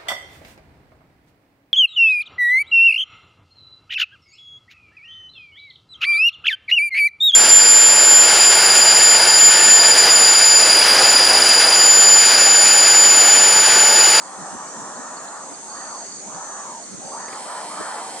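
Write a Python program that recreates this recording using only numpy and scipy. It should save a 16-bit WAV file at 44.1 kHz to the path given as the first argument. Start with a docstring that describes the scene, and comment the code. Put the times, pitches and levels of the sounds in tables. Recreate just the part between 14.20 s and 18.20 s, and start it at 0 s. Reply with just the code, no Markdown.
"""A stony lake shore, heard from a camera that follows a wading bird.
From the start: a hollow rush with a fast flutter echo, high insects, a small bird's trills and ticks,
low wind thumps on the microphone. At 1 s the wading foot drips; then the rush repeatedly closes and
opens. At 3.1 s the lens gears catch, and the zoom motor whirrs to the end; one dry knock at 3.6 s."""
import sys
import numpy as np
from scipy import signal
from scipy.fft import rfft, irfft
from scipy.io import wavfile
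from scipy.ndimage import uniform_filter1d

SR = 44100
rng = np.random.default_rng(int(sys.argv[2]) if len(sys.argv) > 2 else 0)


def bounce(signal):
    """Save signal as a 16-bit WAV file at the path given by the first command-line argument."""
    frames = np.transpose(np.atleast_2d(signal))
    limited = np.clip(frames, -1, 1)
    pcm = np.round(limited * 32767).astype(np.int16)
    wavfile.write(sys.argv[1], SR, pcm)


N = 176400

# rush upper edge (time [s], frequency [Hz])
RUSH_EDGE_HZ = [(0, 1910), (1.18, 1880), (1.25, 1150), (1.35, 856), (1.475, 930), (1.495, 1520),
                (1.545, 1620), (1.58, 1950), (1.7, 1920), (1.715, 1290), (1.77, 1010), (1.835, 900),
                (1.86, 450), (1.98, 320), (2.04, 860), (2.09, 1020), (2.14, 1740), (2.42, 1920),
                (2.49, 1220), (2.6, 883), (2.68, 378), (2.77, 450), (2.82, 824), (2.91, 937), (2.99, 1900),
                (3.14, 1965), (3.18, 1100), (3.24, 970), (3.3, 1810), (3.39, 1850), (3.425, 1066),
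                (3.49, 940), (3.55, 1730), (3.77, 2000), (3.82, 1190), (3.88, 1130), (3.93, 895), (4, 916)]
# rush gain (time [s], gain [dB])
RUSH_GAIN_DB = [(0, -37.5), (.13, -36), (.25, -33.5), (1.2, -34), (1.36, -36), (1.48, -37.5), (1.52, -34),
                (1.72, -33), (1.8, -32.5), (1.95, -37.5), (2.3, -33), (2.8, -34), (2.97, -31),
                (3.12, -34.5), (3.2, -29.5), (3.25, -30), (3.37, -31), (3.45, -25), (3.5, -31.5),
                (3.62, -28), (3.87, -30), (4, -32)]
# rush spectrum (frequency [Hz], relative density [dB])
RUSH_SPECTRUM_DB = [(40, -34), (100, -22), (160, -32.5), (280, -7.5), (430, -2.5), (620, 5), (800, 8.5),
                    (1020, 9), (1300, 6.5), (1600, -1), (1750, 2.5), (2000, -6.5)]
# rush tilt above the pivot (time [s], slope [dB/octave])
RUSH_TILT_DB_PER_OCT = [(0, 2), (1.2, -0.5), (1.6, 0), (3.1, 1), (3.3, 1.5), (4, -3)]
# rush left-right likeness (frequency [Hz], coherence [0-1])
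RUSH_COHERENCE = [(100, 0), (300, 0.99), (600, 0.99), (1200, 0.81), (2000, 0.67)]
# insect chorus spectrum (frequency [Hz], relative density [dB])
CHORUS_SPECTRUM_DB = [(3500, -20.5), (5200, -9), (5900, -5), (6600, 2), (7300, 1), (8200, 2.5),
                      (8900, -1.5), (9500, -9), (10200, -19.5), (10600, -38), (11500, -62)]
# chorus envelope (time [s], level [dB])
CHORUS_LEVEL_DB = [(0, -40), (.3, -38.5), (1, -40), (1.45, -37.5), (1.9, -38.5), (2.4, -37.5), (2.7, -38.5),
                   (3.1, -37.5), (3.3, -41.5), (4, -40.5)]
# nearer insects, one curve each (time [s], pitch [Hz], level [dB])
SHRILL_VOICES = [
    [(.15, 6210, -51), (.4, 6290, -44), (.65, 6310, -48.5), (.85, 6340, -46), (1.15, 6310, -55),
     (1.4, 6510, -45), (1.55, 6570, -41), (1.8, 6590, -41), (2, 6740, -39.5), (2.15, 6800, -44),
     (2.55, 6850, -45.5), (2.75, 6770, -55), (3.1, 6680, -46.5)],
    [(1.48, 5960, -54), (1.7, 6100, -43.5), (2, 6170, -45), (2.25, 6210, -38.5), (2.42, 6210, -41.5),
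     (2.52, 6300, -46.5), (2.85, 6260, -43), (3.09, 6250, -39.5)],
    [(.42, 6750, -47), (.56, 6750, -43), (.72, 6770, -51), (.93, 6950, -42), (1.1, 7000, -41.5),
     (1.3, 6990, -59)],
    [(.2, 7300, -46), (.5, 7310, -46), (.75, 7460, -47.5), (1.35, 7840, -58)],
    [(.2, 5700, -55), (.65, 5790, -49), (1.05, 5920, -58)],
    [(1.7, 5560, -54), (2.35, 5520, -65), (2.65, 5610, -55), (3.08, 5650, -62)],
]
# bird trills (start [s], length [s], pitch [Hz], level [dB], pulse depth [0-1])
BIRD_TRILLS = [(-.02, 0.11, 4590, -53, 0.47), (1.501, 0.52, 4570, -46.5, 0.66),
               (2.855, 0.32, 4680, -49, 0.6)]
# bird ticks (time [s], pitch [Hz], level [dB])
BIRD_TICKS = [(.48, 4550, -49), (.765, 4480, -46), (.977, 4400, -43), (1.349, 4580, -43),
              (1.925, 4740, -40), (2.15, 4550, -45), (2.642, 4435, -43.5)]
# motor spectrum (frequency [Hz], relative density [dB])
MOTOR_SPECTRUM_DB = [(600, -47), (1500, -2), (2450, -3), (2780, -14.5), (3080, 1.5), (3450, -9.5),
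                     (3900, -7.5), (4200, -0.5), (4600, -4.5), (4850, -7), (5120, 1), (5550, -8.5),
                     (6800, -14), (8000, 3.5), (9100, 1), (10000, -8), (10650, -8.5), (11000, -27.5),
                     (14000, -26.5)]
# motor envelope (time [s], level [dB])
MOTOR_LEVEL_DB = [(0, -100), (3.04, -100), (3.09, -46), (3.2, -38.5), (3.55, -37.5), (3.85, -37.5),
                  (4, -36.5)]
# thin motor lines (frequency [Hz], level at full drive [dB])
MOTOR_LINES_DB = [(7755, -60), (8107, -59), (8220, -61), (8807, -62), (9125, -57), (9688, -67)]
# motor whine envelope (time [s], level [dB])
WHINE_LEVEL_DB = [(3.05, -93), (3.2, -54), (3.45, -51), (3.6, -43), (3.75, -44), (3.9, -57)]
# gear catches (time [s], level [dB])
CLICK_LEVEL_DB = [(3.083, -31.5), (3.128, -29.5), (3.152, -41)]
# gear click spectrum (frequency [Hz], relative density [dB])
CLICK_SPECTRUM_DB = [(150, -24), (400, 18.5), (1200, -1), (2200, 7.5), (3200, -18), (6000, -11),
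                     (10000, -20), (11500, -52)]
# low wind thumps; last row a short dry knock (time [s], half length [s], pitch [Hz], level of tone and noise
# together [dB])
THUMPS_AND_KNOCK = [(0.182, .015, 230, -47), (0.215, 0.035, 188.2, -42), (0.346, 0.025, 210, -38),
                    (0.597, 0.051, 204, -42.5), (0.701, .014, 215.5, -49), (0.794, 0.012, 230, -38),
                    (0.853, 0.014, 265, -47), (1.322, 0.023, 291, -43.5), (1.933, 0.085, 183.6, -51),
                    (2.08, 0.026, 200, -43.5), (2.157, 0.03, 182.8, -43.5), (2.738, 0.022, 205, -37),
                    (2.793, .016, 196.6, -42), (2.856, 0.019, 212.4, -41.5), (3.01, 0.044, 176.6, -50),
                    (3.605, 0.013, 196, -38.5), (3.611, .004, 370, -31.5)]
# noise round each thump and the knock (frequency [Hz], relative density [dB])
SPREAD_SPECTRUM_DB = [(25, -33), (60, -32), (100, -16), (150, -13), (215, -4.5), (300, 8), (450, -1),
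                      (900, -24), (3000, -59)]
# drips (time [s], pitch [Hz], rise per half length [Hz], width [Hz], half length [s], level [dB])
FOOT_DRIPS = [(1.042, 11900, 3, 2500, 0.0089, -59), (1.083, 4000, 602, 180, 0.0086, -46)]
# open air spectrum (frequency [Hz], relative density [dB])
AIR_SPECTRUM_DB = [(25, -47), (60, -58), (100, -30), (135, -31), (180, 7), (300, 4.5), (600, -1),
                   (1200, 3.5), (2000, -6), (2800, -11.5), (3900, -10), (4400, -4.5), (5200, -14),
                   (9000, -23), (10300, -14), (11000, -83)]

LEFT_LEAD_S = .00006
FRAME, HOP = 1024, 256


def rush(pivot_hz=1010, edge_peak_db=9.5, echo_s=.013, echo_cutoff_hz=2000):
    """Noise under a steep, peaked, moving edge, made hollow by a fast repeating echo."""
    t, hz = grid()
    ratio = (hz + 1) / curve(RUSH_EDGE_HZ, t)
    edge = amp(edge_peak_db * bell(np.log(ratio), 0.026)) / (1 + ratio ** 45)
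    tilt = amp(curve(RUSH_TILT_DB_PER_OCT, t) * np.log2(np.maximum(hz / pivot_hz, 1)))
    source = noise(RUSH_SPECTRUM_DB, spectrum(RUSH_COHERENCE, hz), patch_db=1.53, field=edge * tilt)
    bin_hz = np.fft.rfftfreq(2 * N, 1 / SR)
    feedback = 0.48 / (1 + (bin_hz / echo_cutoff_hz) ** 4)
    comb = np.sqrt(1 - feedback ** 2) / (1 - feedback * np.exp(-2j * np.pi * bin_hz * echo_s))
    return irfft(rfft(source, 2 * N) * comb)[:, :N] * amp(curve(RUSH_GAIN_DB, clock()))


def insects():
    """Wide sizzling chorus; nearer voices glide through it, each a fuzzy band round a thin core."""
    t = clock()
    chorus = ripple(noise(CHORUS_SPECTRUM_DB, coherence=0.14, patch_db=1.5))
    out = chorus * amp(curve(CHORUS_LEVEL_DB, t)) * pan(-1.5)
    for voice in SHRILL_VOICES:
        times_s, hz, db = np.transpose(voice)
        level = amp(np.interp(t, times_s, db)) * gate(times_s[0], times_s[-1], fade_s=.04)
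        pitch_hz = np.interp(t, times_s, hz)
        band = whistle(pitch_hz, width_hz=204, coherence=0.13)
        core = amp(1.5) * whistle(pitch_hz, width_hz=38.7, coherence=0.13)
        out += steady(band + core, smooth_s=.003) * level * pan(-2.5)
    return out


def small_bird(rate_hz=52.6, sag_hz_per_s=3.4, fade_s=0.025):
    """Buzzy trills of crisp, slightly slowing pulses; single ticks."""
    t, out = clock(), np.zeros((2, N))
    for start_s, length_s, hz, db, depth in BIRD_TRILLS:
        age_s = t - start_s
        turns = rate_hz * age_s - sag_hz_per_s * age_s ** 2 / 2
        pulses = unit(1 - depth + depth * np.cos(np.pi * turns) ** 4)
        tone = steady(whistle(hz, width_hz=190, coherence=0.68), smooth_s=0.0018)
        out += amp(db) * tone * pulses * gate(start_s - fade_s / 2, start_s + length_s, fade_s)
    for at_s, hz, db in BIRD_TICKS:
        out += amp(db) * whistle(hz, width_hz=350, coherence=0.64) * bell(t - at_s, 0.0095)
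    return out


def zoom_motor(whine_hz=7930):
    """Gear noise in the lens barrel's resonances, with thin lines and one swelling whine."""
    level = amp(curve(MOTOR_LEVEL_DB, clock()))
    lines = sum(amp(db) * whistle(hz, width_hz=15.6, coherence=-0.052) for hz, db in MOTOR_LINES_DB)
    whine = steady(whistle(whine_hz, width_hz=36, coherence=0.46), smooth_s=.005)
    whine *= amp(curve(WHINE_LEVEL_DB, clock()))
    _, hz = grid()
    coherence = spectrum([(2000, 0.59), (3200, 0.69), (4500, 1.0), (7000, 0.072), (10000, 0.19)], hz)
    gears = ripple(noise(MOTOR_SPECTRUM_DB, coherence, patch_db=0.1)) * pan(-1.6)
    return level * (gears + lines / level.max()) + whine


def gear_clicks(decay_s=0.0077):
    """Dry knocks as the lens gears catch."""
    t = clock()
    level = sum(amp(db) * (t >= at_s) * np.exp(-abs(t - at_s) / decay_s) for at_s, db in CLICK_LEVEL_DB)
    colour = amp(spectrum(CLICK_SPECTRUM_DB, np.fft.rfftfreq(N, 1 / SR)))
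    return level * unit(irfft(rfft(rng.standard_normal(N)) * colour, N))


def wind_thumps_and_knock():
    """Low wind thumps, and one short dry knock at 3.6 s: each a brief tone within wider noise."""
    t, out = clock(), np.zeros((2, N))
    spread = amp(-3.5) * noise(SPREAD_SPECTRUM_DB, coherence=0.42)
    for at_s, half_s, hz, db in THUMPS_AND_KNOCK:
        tone = steady(whistle(hz, width_hz=69, coherence=0.42), smooth_s=0.0058)
        out += amp(db) * (tone + spread) * bell(t - at_s, half_s)
    return out


def drips():
    """Wading foot: a tiny bright spatter, then a drop whose bubble rises in pitch."""
    t, out = clock(), np.zeros((2, N))
    for at_s, hz, rise_hz, width_hz, half_s, db in FOOT_DRIPS:
        pitch_hz = hz + rise_hz * np.clip((t - at_s) / half_s, -2, 2)
        tone = steady(whistle(pitch_hz, width_hz, coherence=0.9), smooth_s=.003)
        out += amp(db) * tone * bell(t - at_s, half_s)
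    return out


def open_air(level_db=-43.5):
    """Faint broad background noise."""
    return noise(AIR_SPECTRUM_DB, coherence=0.6, patch_db=2.0) * amp(level_db)


def amp(db):
    """Decibels to gain."""
    return 10 ** (np.asarray(db) / 20)


def unit(x):
    """Scales to rms 1."""
    return x / np.sqrt(np.mean(x ** 2) + 1e-20)


def clock():
    """Sample times [s]."""
    return np.arange(N) / SR


def grid():
    """Frame times [s] as a column; bin frequencies [Hz]."""
    return np.arange(N // HOP + 5)[:, None] * HOP / SR, np.fft.rfftfreq(FRAME, 1 / SR)


def curve(points, t):
    """Interpolates (time [s], value)."""
    return np.interp(t, *np.transpose(points))


def spectrum(points, hz):
    """Interpolates (frequency [Hz], value) on a log axis."""
    knots_hz, value = np.transpose(points)
    return np.interp(np.log(hz + 1), np.log(knots_hz), value)


def pan(db):
    """Stereo gains, left over right by db."""
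    return amp(np.array([[db], [-db]]) / 2)


def bell(offset, half_width):
    """Gaussian, 1/e at half_width."""
    return np.exp(-(offset / half_width) ** 2)


def gate(start_s, end_s, fade_s):
    """Linear fade in and out."""
    t = clock()
    return np.clip(np.minimum(t - start_s, end_s - t) / fade_s + .5, 0, 1)


def noise(shape_db, coherence, patch_db=0, field=1):
    """Shaped stereo noise with drifting patches, rms 1 before the time-frequency gain field."""
    t, hz = grid()
    a, b, c, d, patches = rng.standard_normal((5, len(t), len(hz)))
    left = a + 1j * b
    right = coherence * left + np.sqrt(1 - coherence ** 2) * (c + 1j * d)
    right *= np.exp(-2j * np.pi * hz * LEFT_LEAD_S)
    patches = unit(uniform_filter1d(uniform_filter1d(patches, size=14, axis=0), size=7, axis=1))
    bins = np.array([left, right]) * amp(spectrum(shape_db, hz) + patch_db * patches)
    layout = dict(nperseg=FRAME, noverlap=FRAME - HOP, time_axis=1, freq_axis=2)
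    plain, weighted = (signal.istft(z, **layout)[1][:, :N] for z in (bins, bins * field))
    return weighted / plain.std()


def whistle(hz, width_hz, coherence):
    """Stereo noise in a resonance that follows hz."""
    left, spare = rng.standard_normal((2, N)) + 1j * rng.standard_normal((2, N))
    right = coherence * left + np.sqrt(1 - coherence ** 2) * spare
    pole = np.exp(-np.pi * width_hz / SR)
    baseband = signal.lfilter([1], [1, -2 * pole, pole * pole], [left, right])
    turns = np.cumsum(hz * np.ones(N)) / SR - np.array([[0], [1]]) * hz * LEFT_LEAD_S
    return unit((baseband * np.exp(2j * np.pi * turns)).real)


def steady(x, smooth_s):
    """Evens out swells longer than smooth_s."""
    power = uniform_filter1d((x ** 2).mean(0), size=int(smooth_s * SR))
    return unit(x / np.sqrt(abs(power) + .05))


def ripple(x, depth_db=2.5, spacing_hz=30):
    """Fine static spectral peaks and notches."""
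    hz = np.fft.rfftfreq(N, 1 / SR)
    steps = rng.standard_normal(2000)
    db = depth_db * unit(np.interp(hz / spacing_hz, np.arange(len(steps)), steps))
    return irfft(rfft(x) * unit(amp(db)), N)


def scene():
    """All sources at the two microphone ports."""
    return (open_air() + rush() + small_bird() + drips() + wind_thumps_and_knock()
            + insects() + zoom_motor() + gear_clicks())


def record(dry):
    """Bass roll-off and band limit."""
    low_cut_hz, high_cut_hz = 77, 14170
    thinned = signal.sosfilt(signal.butter(2, low_cut_hz, "high", fs=SR, output="sos"), dry)
    lowpass = signal.firwin(511, high_cut_hz, window=("kaiser", 9), fs=SR)
    return signal.oaconvolve(thinned, lowpass[None], "same")


dry = scene()
out = record(dry)
bounce(out)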